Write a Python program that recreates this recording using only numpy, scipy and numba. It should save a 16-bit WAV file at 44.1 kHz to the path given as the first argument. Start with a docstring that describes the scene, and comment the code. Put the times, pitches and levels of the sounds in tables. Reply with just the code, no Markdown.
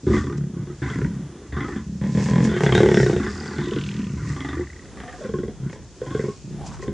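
"""Lions squabble over a carcass in open grassland, some way from a nearly mono microphone.
Slack vocal folds flap 20-45 times a second; each flap rings chest and throat and rasps air through the mouth.
One lion lashes out with a roar that trails off in a rattling hiss: pulsed noise through gliding resonances.
Dry grass rustles around them as noise and random snaps; light wind and insects are coloured noise."""
import sys
import numpy as np
from scipy import signal
from scipy.fft import rfft, irfft
from scipy.io import wavfile
from scipy.ndimage import uniform_filter1d
from numba import njit

SR = 44100
rng = np.random.default_rng(int(sys.argv[2]) if len(sys.argv) > 2 else 0)


def master(y):
    """Save y as 16-bit WAV."""
    cut = np.clip(np.atleast_2d(y).T, -1, 1)
    pcm = np.round(cut * 32767)  # scale
    wavfile.write(sys.argv[1], SR, pcm.astype(np.int16))


N = 305608
TIME = np.arange(N) / SR
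FLAP_SIZE = 8192  # samples in the ringing of one flap
FREQ = np.fft.rfftfreq(FLAP_SIZE, 1 / SR) + 1  # Hz, kept off zero

# wind over the plain: pitch_hz, relative level_db
AIR_COLOUR = [(40, -21), (55, 10), (80, -1.5), (170, -0.5), (380, -4.5), (620, -14.5), (1800, -20.5),
              (2600, -27.5), (3400, -22.5), (4500, -33), (10000, -34)]
# wind on the microphone: time_s, level_db
BREEZE = [(4.4, -92), (4.9, -49), (5.6, -47), (6.15, -56.5), (6.8, -36.5)]
# spectrum of the dry stalks: pitch_hz, relative level_db
GRASS_COLOUR = [(1200, -50.5), (2500, 16.5), (3300, 6.5), (4200, 13), (5500, 16), (7300, 15), (8500, 5),
                (10000, -6.5)]
# paws and bodies brush the grass: peak_s, relative level_db, decay_s (dying-away time)
RUSTLES = [ (0.15, -29.5, 0.098), (0.379, -32, 0.0067), (0.9, -36, 0.18), (1.67, -39, 0.25),
           (2.24, -27, 0.16), (2.45, -24, 0.036), (2.64, -26.5, 0.036), (2.76, -28.5, 0.26),
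           (3.01, -25, 0.12), (3.35, -34.5, 0.79), (3.9, -39.5, 0.27), (4.3, -34, 0.14),
           (4.54, -41.5, 0.64), (5.2, -39, 0.21), (5.73, -38, 0.026), (6.21, -37.5, 0.44),
           (6.673, -28, 0.022), (6.74, -35, 0.036), (6.83, -33.5, 0.033)]
# deep closed-mouth growl under the squabble: time_s, level_db, resonance_hz, width_hz
DRONE = [(1.2, -58, 80.4, 33), (1.7, -44, 77, 30), (2.2, -39, 81, 22), (3.3, -41, 85.5, 28.4),
         (4.77, -39.5, 79.98, 25.9), (4.9, -95, 80.6, 24)]
# short rising moan: time_s, level_db, resonance_hz, width_hz
MOAN = [(6.53, -72, 703, 199), (6.60, -42.5, 720, 239.4), (6.67, -44, 810, 330), (6.75, -45, 1000, 910),
        (6.84, -58, 1300, 900)]
# fluttering end of a snarl: time_s, level_db, resonance_hz, width_hz
FLUTTER = [(4.19, -72, 2020, 397.4), (4.28, -54, 1860, 400), (4.58, -43.5, 1880, 300),
           (4.70, -48.5, 1920, 280), (4.90, -60.5, 1970, 280)]
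# dry rattle in the roar's tail, falling as the jaws close: time_s, level_db, resonance_hz, width_hz
RATTLE = [(3.24, -55, 5100, 700), (3.30, -48.5, 5027, 650), (3.47, -47, 4798, 700), (3.58, -54, 4445, 1300),
          (3.68, -46, 3198, 1502), (3.83, -41.5, 2925, 1500), (3.93, -45, 2760, 1698),
          (4.03, -48.5, 2620, 1500), (4.19, -63, 2230, 700)]
# spitting hiss at the height of the roar: time_s, level_db, resonance_hz, width_hz
SPIT = [(2.90, -57, 5640, 500), (2.96, -38.5, 5430, 420.6), (3.04, -41, 5430, 520), (3.12, -60, 5187, 780)]
# deep body resonances: pitch_hz, width_hz, relative level_db
BELLY = [(54, 7.5, -6.5), (82, 12, -1), (118.7, 44, -0.5)]
# chest resonance in a clean voice, by mouth shape: width_hz
CHEST_WIDTH_HZ = {"snarl": 98, "purr": 63, "rumble": 72, "roar": 83, "huff": 130, "grunt": 103}
# resonances of each mouth shape: pitch_hz, width_hz, relative level_db
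MOUTHS = { "snarl": [(813, 230, 2), (1018, 50, 8.5), (1176, 120, 11.5), (1490, 345, 7.5), (1730, 110, 7.5),
          (1920, 160, 8), (3420, 440, -4.5), (4200, 700, -20.5), (5600, 700, -18)], "purr": [(1011, 76, 7),
          (1195, 180, 6), (1455, 290, 6), (1880, 340, 5)], "rumble": [(500, 213, 5), (830, 110, 1.5),
          (1000, 100, 5.5), (1784, 510, -1), (2137, 78, -2.5), (3300, 440, -11.5)],
          "roar": [(700, 73.3, 7.5), (860, 300, 8.5), (1100, 360, 6), (1520, 320, 11), (1860, 215, 11.5),
          (2080, 140, 3.5), (2718, 420, -3), (3220, 180, 1.5), (3590, 190, 1.5), (5862, 1950, -12.5)],
          "huff": [(490, 198, -1), (744, 90, 10), (1165, 140, 6), (1790, 440, 4.5), (2950, 750, -9.5)],
          "grunt": [(544, 95.5, 15.5), (735, 61, 9.5), (1064.8, 60, 18.5), (1550, 250, 9), (1880, 240, 7.5),
          (2157, 59, 4), (3370, 410, -2)]}
# growls: start_s, end_s, first_flap_hz, last_flap_hz, rough (0-1), snap of the closure (0-1), mouth shape,
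# crest (share of the length, 0-1), fade_db after the crest, relative chest_db, throat_db and rasp_db,
# first_chest_hz, last_chest_hz, throat_hz at the crest
GROWLS = [ (0.066, 0.125, 28.47, 28.5, 0.58, 0.11, "snarl", 0.4, 7.5, -16, -13, -33.5, 182, 186, 376),
          (0.132, 0.223, 30.96, 29.1, 0.54, 0.21, "snarl", 0.04, 15, -15, -21, -23, 235, 196, 334),
          (0.239, 0.345, 34.75, 34.36, 0.49, 0.63, "snarl", 0.1, 2, -27.5, -27, -40, 147, 147, 342),
          (0.354, 0.505, 36.57, 31.95, 0.09, 0.7, "purr", 0.3, 8.5, -22, -34, -53.5, 139, 172, 369),
          (0.535, 0.647, 34.1, 38, 0.23, 0, "purr", 0.1, 4.5, -23, -34, -50, 157, 147, 347),
          (0.671, 0.754, 35.76, 36.5, 0.1, 0.5, "snarl", 0.56, 19, -32, -30.5, -47.5, 151, 148, 360),
          (0.819, 0.875, 25.7, 25.8, 0.2, 0.04, "snarl", 0, 1, -26, -27, -34.5, 125, 125, 308),
          (0.899, 0.953, 29.04, 29.97, 0.67, 0.35, "snarl", 0.01, 7, -28.5, -30, -31, 160, 159, 340.7),
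          (0.957, 1.071, 34.1, 32.5, 0.3, 0.75, "purr", 0.63, 0.5, -19.5, -25, -38.5, 160, 151, 326),
          (1.076, 1.249, 35.9, 28.3, 0.13, 0, "purr", 0.08, 4.5, -25, -44, -52.5, 179.6, 150, 327),
          (1.257, 1.481, 31.82, 30.3, 0.28, 0, "snarl", 1, -2, -42.5, -38, -54.5, 171.1, 171, 355),
          (1.524, 1.581, 24.4, 24.6, 0.65, 0.18, "snarl", 0.68, -7, -28, -33, -35, 139, 130, 306.4),
          (1.605, 1.761, 25.94, 25.21, 0.74, 0.35, "snarl", 0, 4, -31.5, -27.5, -34.5, 162, 167, 341),
          (1.761, 1.824, 27.06, 27, 0.13, 0, "purr", 0, 10, -23.5, -32, -60, 192, 185, 334),
          (1.864, 1.968, 33.85, 34.5, 0.05, 0, "purr", 0.9, 3, -26, -44, -63, 182, 163, 314),
          (2.014, 2.128, 40.54, 31, 0.03, 0.36, "rumble", 0.02, 7.5, -16, -44, -35.5, 175, 164.1, 328.6),
          (2.149, 2.229, 41.53, 37.72, 0, 0.28, "rumble", 0.3, 3, -12.5, -27, -32.5, 170, 166, 427),
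          (2.259, 2.312, 36.7, 38, 0.1, 0.37, "rumble", 1, 1, -18.5, -35, -29, 161, 164, 403),
          (2.311, 2.474, 42.62, 43.9, 0.14, 0.56, "rumble", 0.25, 2, -12.5, -25.5, -30, 164.6, 177, 415.4),
          (2.492, 2.587, 42.7, 36.87, 0.08, 0.21, "roar", 0.8, -5, -20, -20, -30.5, 190, 158, 370),
          (2.607, 2.706, 35.55, 34.41, 0.16, 0.59, "roar", 0.72, 4.5, -15, -15.5, -24.5, 164, 171, 402),
          (2.7229, 2.791, 36.31, 36.4, 0.2, 0.64, "roar", 0.77, 11, -13, -11.5, -20, 164, 168, 392),
          (2.804, 2.942, 35.87, 36.44, 0.2, 0.58, "roar", 0, 1.5, -17.5, -10, -27.5, 174, 178, 403),
          (2.943, 3.05, 35.06, 32.41, 0.07, 0.69, "roar", 0.3, 4, -13.5, -11, -24.5, 175, 150, 397),
          (3.063, 3.178, 29.62, 30.8, 0.16, 0.47, "roar", 0, 3, -19, -15, -32, 157, 161, 387),
          (3.198, 3.285, 29.31, 31.3, 0.6, 0.3, "snarl", 0, -0.5, -26.5, -30.5, -33.5, 194, 188, 380),
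          (3.304, 3.577, 38.87, 38.6, 0.19, 0.4, "snarl", 0.64, 1, -30, -33, -38.5, 206, 196, 380),
          (3.583, 3.643, 36.07, 35.9, 0.55, 0.3, "snarl", 0, 3.5, -26, -26, -33.5, 166, 196, 334),
          (3.671, 3.8, 21.64, 21.8, 0.31, 0.1, "snarl", 1, 7, -29, -21.5, -37.5, 166, 166, 362),
          (3.745, 3.975, 37.64, 41.4, 0.04, 0, "purr", 1, 2, -23.5, -36, -46.5, 141, 179, 292),
          (3.994, 4.143, 28, 28.42, 0.13, 0.2, "purr", 0, 3.5, -23, -37.5, -47.5, 178, 153, 300),
          (4.167, 4.373, 38.43, 36.03, 0.2, 0.05, "purr", 0.62, 8.5, -22.5, -34, -41.5, 136, 150, 269),
          (4.364, 4.571, 24.13, 24.16, 0.31, 0.48, "snarl", 0.43, 2, -33, -28.5, -36, 158.1, 158, 302.7),
          (4.57, 4.641, 42.32, 37.4, 0.3, 0.35, "snarl", 0.18, 10, -30, -19.5, -38.5, 161, 148.5, 342),
          (4.691, 4.949, 31.82, 30.3, 0.23, 0.6, "snarl", 0.3, 3, -54, -48.5, -56, 158, 158, 356.4),
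          (4.972, 5.06, 33.25, 24.08, 0.07, 0.43, "huff", 0.5, 1, -39.5, -44, -40, 189, 193, 406),
          (5.077, 5.16, 20.94, 21, 0.9, 0.18, "huff", 0, 3, -53, -45, -40, 193, 193, 436),
          (5.176, 5.239, 32.88, 32.27, 0.91, 0.11, "grunt", 0.3, -3.5, -45.5, -33.5, -46.5, 185, 185, 423.4),
          (5.244, 5.32, 21.45, 21.7, 0.43, 0.54, "grunt", 0.77, 0, -29.5, -27.5, -45.5, 186.1, 180, 444),
          (5.338, 5.51, 21.1, 21.16, 0.27, 0.54, "grunt", 0, 6, -26, -21.5, -41.5, 175, 182, 403),
          (5.599, 5.676, 33.7, 30.9, 0, 0, "purr", 0.12, -4.5, -27, -42.5, -57, 161, 153, 310),
          (5.697, 5.96, 31.83, 31.03, 0.45, 0.6, "rumble", 0.05, 20, -35.5, -36, -41.5, 156, 159, 460),
          (6.016, 6.049, 22.39, 22.4, 0.23, 0.28, "grunt", 0, 2, -38, -25, -43.5, 154, 153.8, 472),
          (6.062, 6.138, 22.98, 22.4, 0.6, 0.28, "grunt", .96, -3, -29.5, -31, -38, 130, 135, 365),
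          (6.148, 6.305, 22.15, 22.86, 0.12, 0.33, "grunt", 0, 3, -25.5, -21, -38, 149.7, 162.9, 421),
          (6.441, 6.783, 29.71, 29.15, 0.15, 0, "purr", 0.26, 8, -30.5, -37.5, -61, 163.7, 155, 330),
          (6.791, 6.859, 30.18, 29.9, 0.76, 0.53, "grunt", 0.51, 4.5, -40, -30, -42, 177, 177, 518),
          (6.879, 6.942, 25.7, 26, 0.28, 0.7, "grunt", 0.03, 17, -21.5, -22, -38, 191.3, 181, 421)]

SWELL_DB = 2.5  # rise of the effort from the start of a growl to its crest
THROAT_DB_PER_DB, RASP_DB_PER_DB = 1.7, 1.87  # how steeply throat and mouth follow the effort
THROAT_HZ_PER_DB = 7  # the larynx lifts with effort
THUMP_S, THUMP_DB = 0.03, 8  # a rough snarl starts with a thump of the chest; dB at roughness 1
REBOUND_S, REBOUND_SHARE = 0.01365, 0.34  # in a snarl the folds slap a second time, more softly
PAUSE_S, LEAD_IN_DB = 0.035, -14  # after a pause the folds stir once, softly, before the growl catches


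def undb(db):
    """Decibels to gain."""
    return 10 ** (np.asarray(db) / 20)


def unit(x):
    """Scale to rms 1."""
    return x / np.sqrt(np.mean(x ** 2) + 1e-18)


def wobble(spread):
    """A random factor near 1."""
    return np.exp(spread * rng.standard_normal())


def read(table, at):
    """The columns of a curve at the given times."""
    s, *columns = np.transpose(table)
    return [np.interp(at, s, column) for column in columns]


def colour(x, points):
    """Give x a spectrum of (Hz, dB) points, at rms 1."""
    hz, db = np.transpose(points)
    f = np.fft.rfftfreq(len(x), 1 / SR) + 1
    gain = undb(np.interp(np.log(f), np.log(hz), db))
    return unit(irfft(rfft(x) * gain, len(x)))


def add(track, s, sound):
    """Mix a sound into a track at time s."""
    i = int(np.clip(s * SR, 0, N))
    track[i:i + len(sound)] += sound[:N - i]


def plain(insect_db=-58, wind_db=-46, wind_swell_db=2.5):
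    """Light wind over the plain and on the microphone, and a thin shimmer of insects on all sides."""
    steps = np.repeat(rng.standard_normal(N // 8000 + 1), 8000)
    swell = uniform_filter1d(steps, size=8000)[:N]
    wind = undb(wind_db + wind_swell_db * swell) * colour(rng.standard_normal(N), AIR_COLOUR)
    # spectra as pitch_hz, relative level_db
    shimmer = [(2500, -26.0), (4500, -14.5), (6400, -8.0), (7600, -12.5), (9000, -37.5)]
    buffet = [(30, -15.0), (55, 4.5), (80, 8.5), (190, -1.0), (300, -24), (600, -32.5), (4000, -53.0)]
    breeze_db, = read(BREEZE, TIME)
    sides = []
    for _ in range(2):
        insects = undb(insect_db) * colour(rng.standard_normal(N), shimmer)
        breeze = undb(breeze_db) * colour(rng.standard_normal(N), buffet)
        sides.append(insects + breeze)
    return wind + np.array(sides)  # the wind over the plain is the same on both sides


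def scatter(x, db=-17, t60_s=0.15):
    """Ground and bushes return a faint, dull tail."""
    t = TIME[:SR // 2]
    tail = colour(rng.standard_normal(len(t)), [(100, 4.5), (1500, -8.5), (8000, -12.0)])
    tail = tail * undb(-60 * t / t60_s) * (t > .012)
    return x + undb(db) * signal.fftconvolve(x, tail / np.linalg.norm(tail))[:N]


def stalks(stalks_per_s=900):
    """Dry stalks snap at random, with a few loud ones, over a steady brushing noise."""
    hits = rng.random(N) < stalks_per_s / SR
    loudness = undb(2.5 * np.minimum(rng.exponential(size=N), 4))
    snaps = hits * rng.standard_normal(N) * loudness
    return colour(0.66 * unit(snaps) + rng.standard_normal(N), GRASS_COLOUR)


def grass(side_db, stir_db=-70, rise_share=0.69):
    """Stalks brush and snap under paws and bodies; each rustle builds up and dies away."""
    power = undb(stir_db) ** 2  # the grass never quite rests under the feeding lions
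    for s, db, decay_s in RUSTLES:
        # the build-up takes rise_share of the dying-away time
        away_s = np.maximum(TIME - s, (s - TIME) / rise_share)
        power = power + undb(db) ** 2 * np.exp(-2 * away_s / decay_s)
    middle = stalks()
    side = undb(side_db) * stalks() * np.array([[1], [-1]])
    return undb(-13.0) * np.sqrt(power) * (middle + side)


@njit
def sweep(x, hz, width):
    """Band-pass with a moving centre and width: a state-variable filter with gain 1 at the centre."""
    y, band_state, low_state = np.empty(len(x)), 0., 0.
    for i in range(len(x)):
        g, damping = np.tan(np.pi * hz[i] / SR), width[i] / hz[i]
        band = (band_state + g * (x[i] - low_state)) / (1 + g * (g + damping))
        band_state = 2 * band - band_state
        low_state = low_state + 2 * g * band
        y[i] = damping * band
    return y


def pulsed_air(curve, first_s, rate_hz, spurt_share, steady):
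    """Spurts of air through one gliding resonance; spurt_share is their decay as a share of the period."""
    db, hz, width = read(curve, TIME)
    phase = ((TIME - first_s) * rate_hz) % 1
    flow = np.exp(-phase / spurt_share) + steady
    spurts = flow * rng.standard_normal(N) / np.sqrt(width)  # even power at any width
    voice = unit(sweep(sweep(spurts, hz, width), hz, width))
    sounding = (TIME > curve[0][0]) & (TIME < curve[-1][0])
    return sounding * undb(db) * voice


def drone():
    """A deep closed-mouth growl: pulsed air through a resonance near 80 Hz."""
    return pulsed_air(DRONE, first_s=1.0, rate_hz=27, spurt_share=0.21, steady=0.12)


def moan():
    """A short moan: pulsed air through a mouth resonance that rises and widens."""
    return pulsed_air(MOAN, first_s=6.61, rate_hz=38, spurt_share=0.32, steady=0.25)


def flutter():
    """The fluttering end of a snarl: short spurts through a mouth resonance near 1900 Hz."""
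    return pulsed_air(FLUTTER, first_s=3.9, rate_hz=32.5, spurt_share=0.18, steady=0.039)


def rattle():
    """The roar's dry tail: short spurts through a resonance that falls as the jaws close."""
    return pulsed_air(RATTLE, first_s=3.299, rate_hz=39.0, spurt_share=0.19, steady=0.08)


def spit():
    """The hiss at the height of the roar: longer spurts through a high mouth resonance."""
    return pulsed_air(SPIT, first_s=2.944, rate_hz=31.0, spurt_share=0.4, steady=0.17)


def resonance(hz, width_hz, order=2):
    """Response of a resonance, gain 1 at the centre: order 1 starts at once, order 2 has steep sides."""
    return 1 / (1 + 1j * (FREQ ** 2 - hz ** 2) / (FREQ * width_hz)) ** order


def flesh(hz=490):
    """Frequency response of soft tissue, which passes little above hz."""
    return signal.freqs(*signal.butter(4, hz, analog=True), FREQ)[1]


def puff(rise_s, decay_s):
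    """A burst of turbulence that swells and dies, unit energy."""
    t = TIME[:FLAP_SIZE]
    air = rng.standard_normal(FLAP_SIZE) * (1 - np.exp(-t / rise_s)) * np.exp(-t / decay_s)
    return air / np.linalg.norm(air)


def flap(response, snap, rise_s, decay_s):
    """One closure rings a cavity: a clean snap takes its share of the energy, turbulence the rest."""
    share = np.clip(snap, 0, 1)
    clean = irfft(response)
    airy = irfft(rfft(puff(rise_s, decay_s)) * response)
    y = np.sqrt(1 - share) * unit(airy) - np.sqrt(share) * unit(clean)
    return y / np.linalg.norm(y)


def flap_times(start, end, first_hz, last_hz):
    """Times and periods of a run of flaps whose rate glides."""
    s = start
    while s < end:
        period = 1 / np.interp(s, [start, end], [first_hz, last_hz])
        yield s, period
        s += period


def effort(progress, crest, fade_db):
    """Effort in dB along a growl (progress 0-1): it swells to the crest, then changes by -fade_db."""
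    crest = np.clip(crest, 0, .99)
    if progress < crest:
        return -SWELL_DB * (1 - progress / crest)
    return -fade_db * (progress - crest) / (1 - crest)


def chest_boom(chest_hz, shape, rough, rise_s):
    """The chest rings on each flap; a rough voice damps it more and shakes the belly."""
    # soft tissue never takes quite the same shape twice
    hz = chest_hz * wobble(0.054 + 0.033 * rough)
    chest = resonance(hz, CHEST_WIDTH_HZ[shape] + 70 * rough)
    if shape == "snarl":
        chest = chest * (1 + REBOUND_SHARE * np.exp(-2j * np.pi * FREQ * REBOUND_S))
    belly = sum(undb(db) * resonance(hz, width) for hz, width, db in BELLY)
    body = (0.015 + 1.54 * rough) * belly + chest
    return flap(body * flesh(), 1 - 1.74 * rough, rise_s, decay_s=0.01)


def throat_knock(throat_hz, shape, rough, rise_s):
    """Open jaws let the throat speak at once; half-closed lips round its knock."""
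    hz = throat_hz * wobble(0.02 + 0.2 * rough)
    if shape == "roar":
        throat = resonance(hz, width_hz=63, order=1)
    else:
        throat = resonance(hz, width_hz=94)
    throat = throat + undb(-19.0) * resonance(1.3 * hz, width_hz=32)
    return flap(throat * flesh(), 1 - rough, rise_s, decay_s=0.014)


def mouth_rasp(shape, snap, rough, rise_s):
    """A hard closure cracks sharply out of the jaws; a rough voice leaks air for most of the cycle."""
    # nearly closed lips hold still, so a rumble repeats from flap to flap and keeps its harmonics
    unrest = rough if shape == "rumble" else 1
    mouth = 0
    for hz, width, db in MOUTHS[shape]:
        gain = undb(db) * wobble(0.47 * unrest)
        mouth = mouth + gain * resonance(hz * wobble(0.029 * unrest), width)
    share = np.clip(snap, 0, 1)
    crack = flap(mouth, 1 - rough, rise_s=0.00095, decay_s=0.002)
    leak = flap(mouth, 0, rise_s, decay_s=0.027 + 0.01 * rough)
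    return np.sqrt(share) * crack + np.sqrt(1 - share) * leak


def growl_flap(growl, s):
    """One flap of the folds booms in the chest, knocks in the throat and rasps through the mouth."""
    (start, end, _, _, rough, snap, shape, crest, fade_db, chest_db, throat_db, rasp_db,
     first_chest_hz, last_chest_hz, top_throat_hz) = growl
    rise_s = 0.002 + 0.0053 * (1 - snap) ** 4  # a slack closure lets the air build up slowly
    progress = max(s - start, 0) / (end - start)
    push_db = effort(progress, crest, fade_db)
    if s < start:
        push_db += LEAD_IN_DB
    thump_db = 0
    if shape == "snarl":
        thump_db = THUMP_DB * rough * np.exp(-abs(s - start) / THUMP_S)
    # loudness jitters from flap to flap
    chest_jitter, throat_jitter, rasp_jitter = (0.35 + 0.29 * rough) * rng.standard_normal(3)
    chest_db = chest_db + push_db + thump_db + chest_jitter - 3.5
    throat_db = throat_db + THROAT_DB_PER_DB * push_db + throat_jitter - 4.0
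    rasp_db = rasp_db + RASP_DB_PER_DB * push_db + rasp_jitter
    chest_hz = first_chest_hz + (last_chest_hz - first_chest_hz) * progress
    throat_hz = top_throat_hz + THROAT_HZ_PER_DB * push_db
    boom = undb(chest_db) * chest_boom(chest_hz, shape, rough, rise_s)
    knock = undb(throat_db) * throat_knock(throat_hz, shape, rough, rise_s)
    rasp = undb(rasp_db) * mouth_rasp(shape, snap, rough, rise_s)
    return boom + knock + rasp


def growls():
    """Runs of flaps follow each other, each run with its own gliding rate, mouth shape and roughness."""
    out, last_end = np.zeros(N), 0
    for growl in GROWLS:
        start, end, first_hz, last_hz, rough = growl[:5]
        flaps = list(flap_times(start, end, first_hz, last_hz))
        if start - last_end > PAUSE_S:
            flaps.insert(0, (start - 1 / first_hz, 1 / first_hz))
        last_end = end
        for s, period in flaps:
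            shift_s = .0008 * rough * rng.standard_normal()
            # energy in proportion to the period keeps the power even at any rate
            add(out, s + shift_s, np.sqrt(period * SR) * growl_flap(growl, s))
    return out


def scene():
    """The lions straight ahead, the grass around them, the plain beyond."""
    lions = growls() + spit() + rattle() + flutter() + moan() + drone()
    return scatter(lions) + grass(side_db=-8.5) + plain()


def record(dry, top_hz=10400):
    """The microphone cuts the top with a steep low-pass."""
    return signal.sosfilt(signal.ellip(10, .2, 70, top_hz, fs=SR, output="sos"), dry)


dry = scene()
out = record(dry)
master(out)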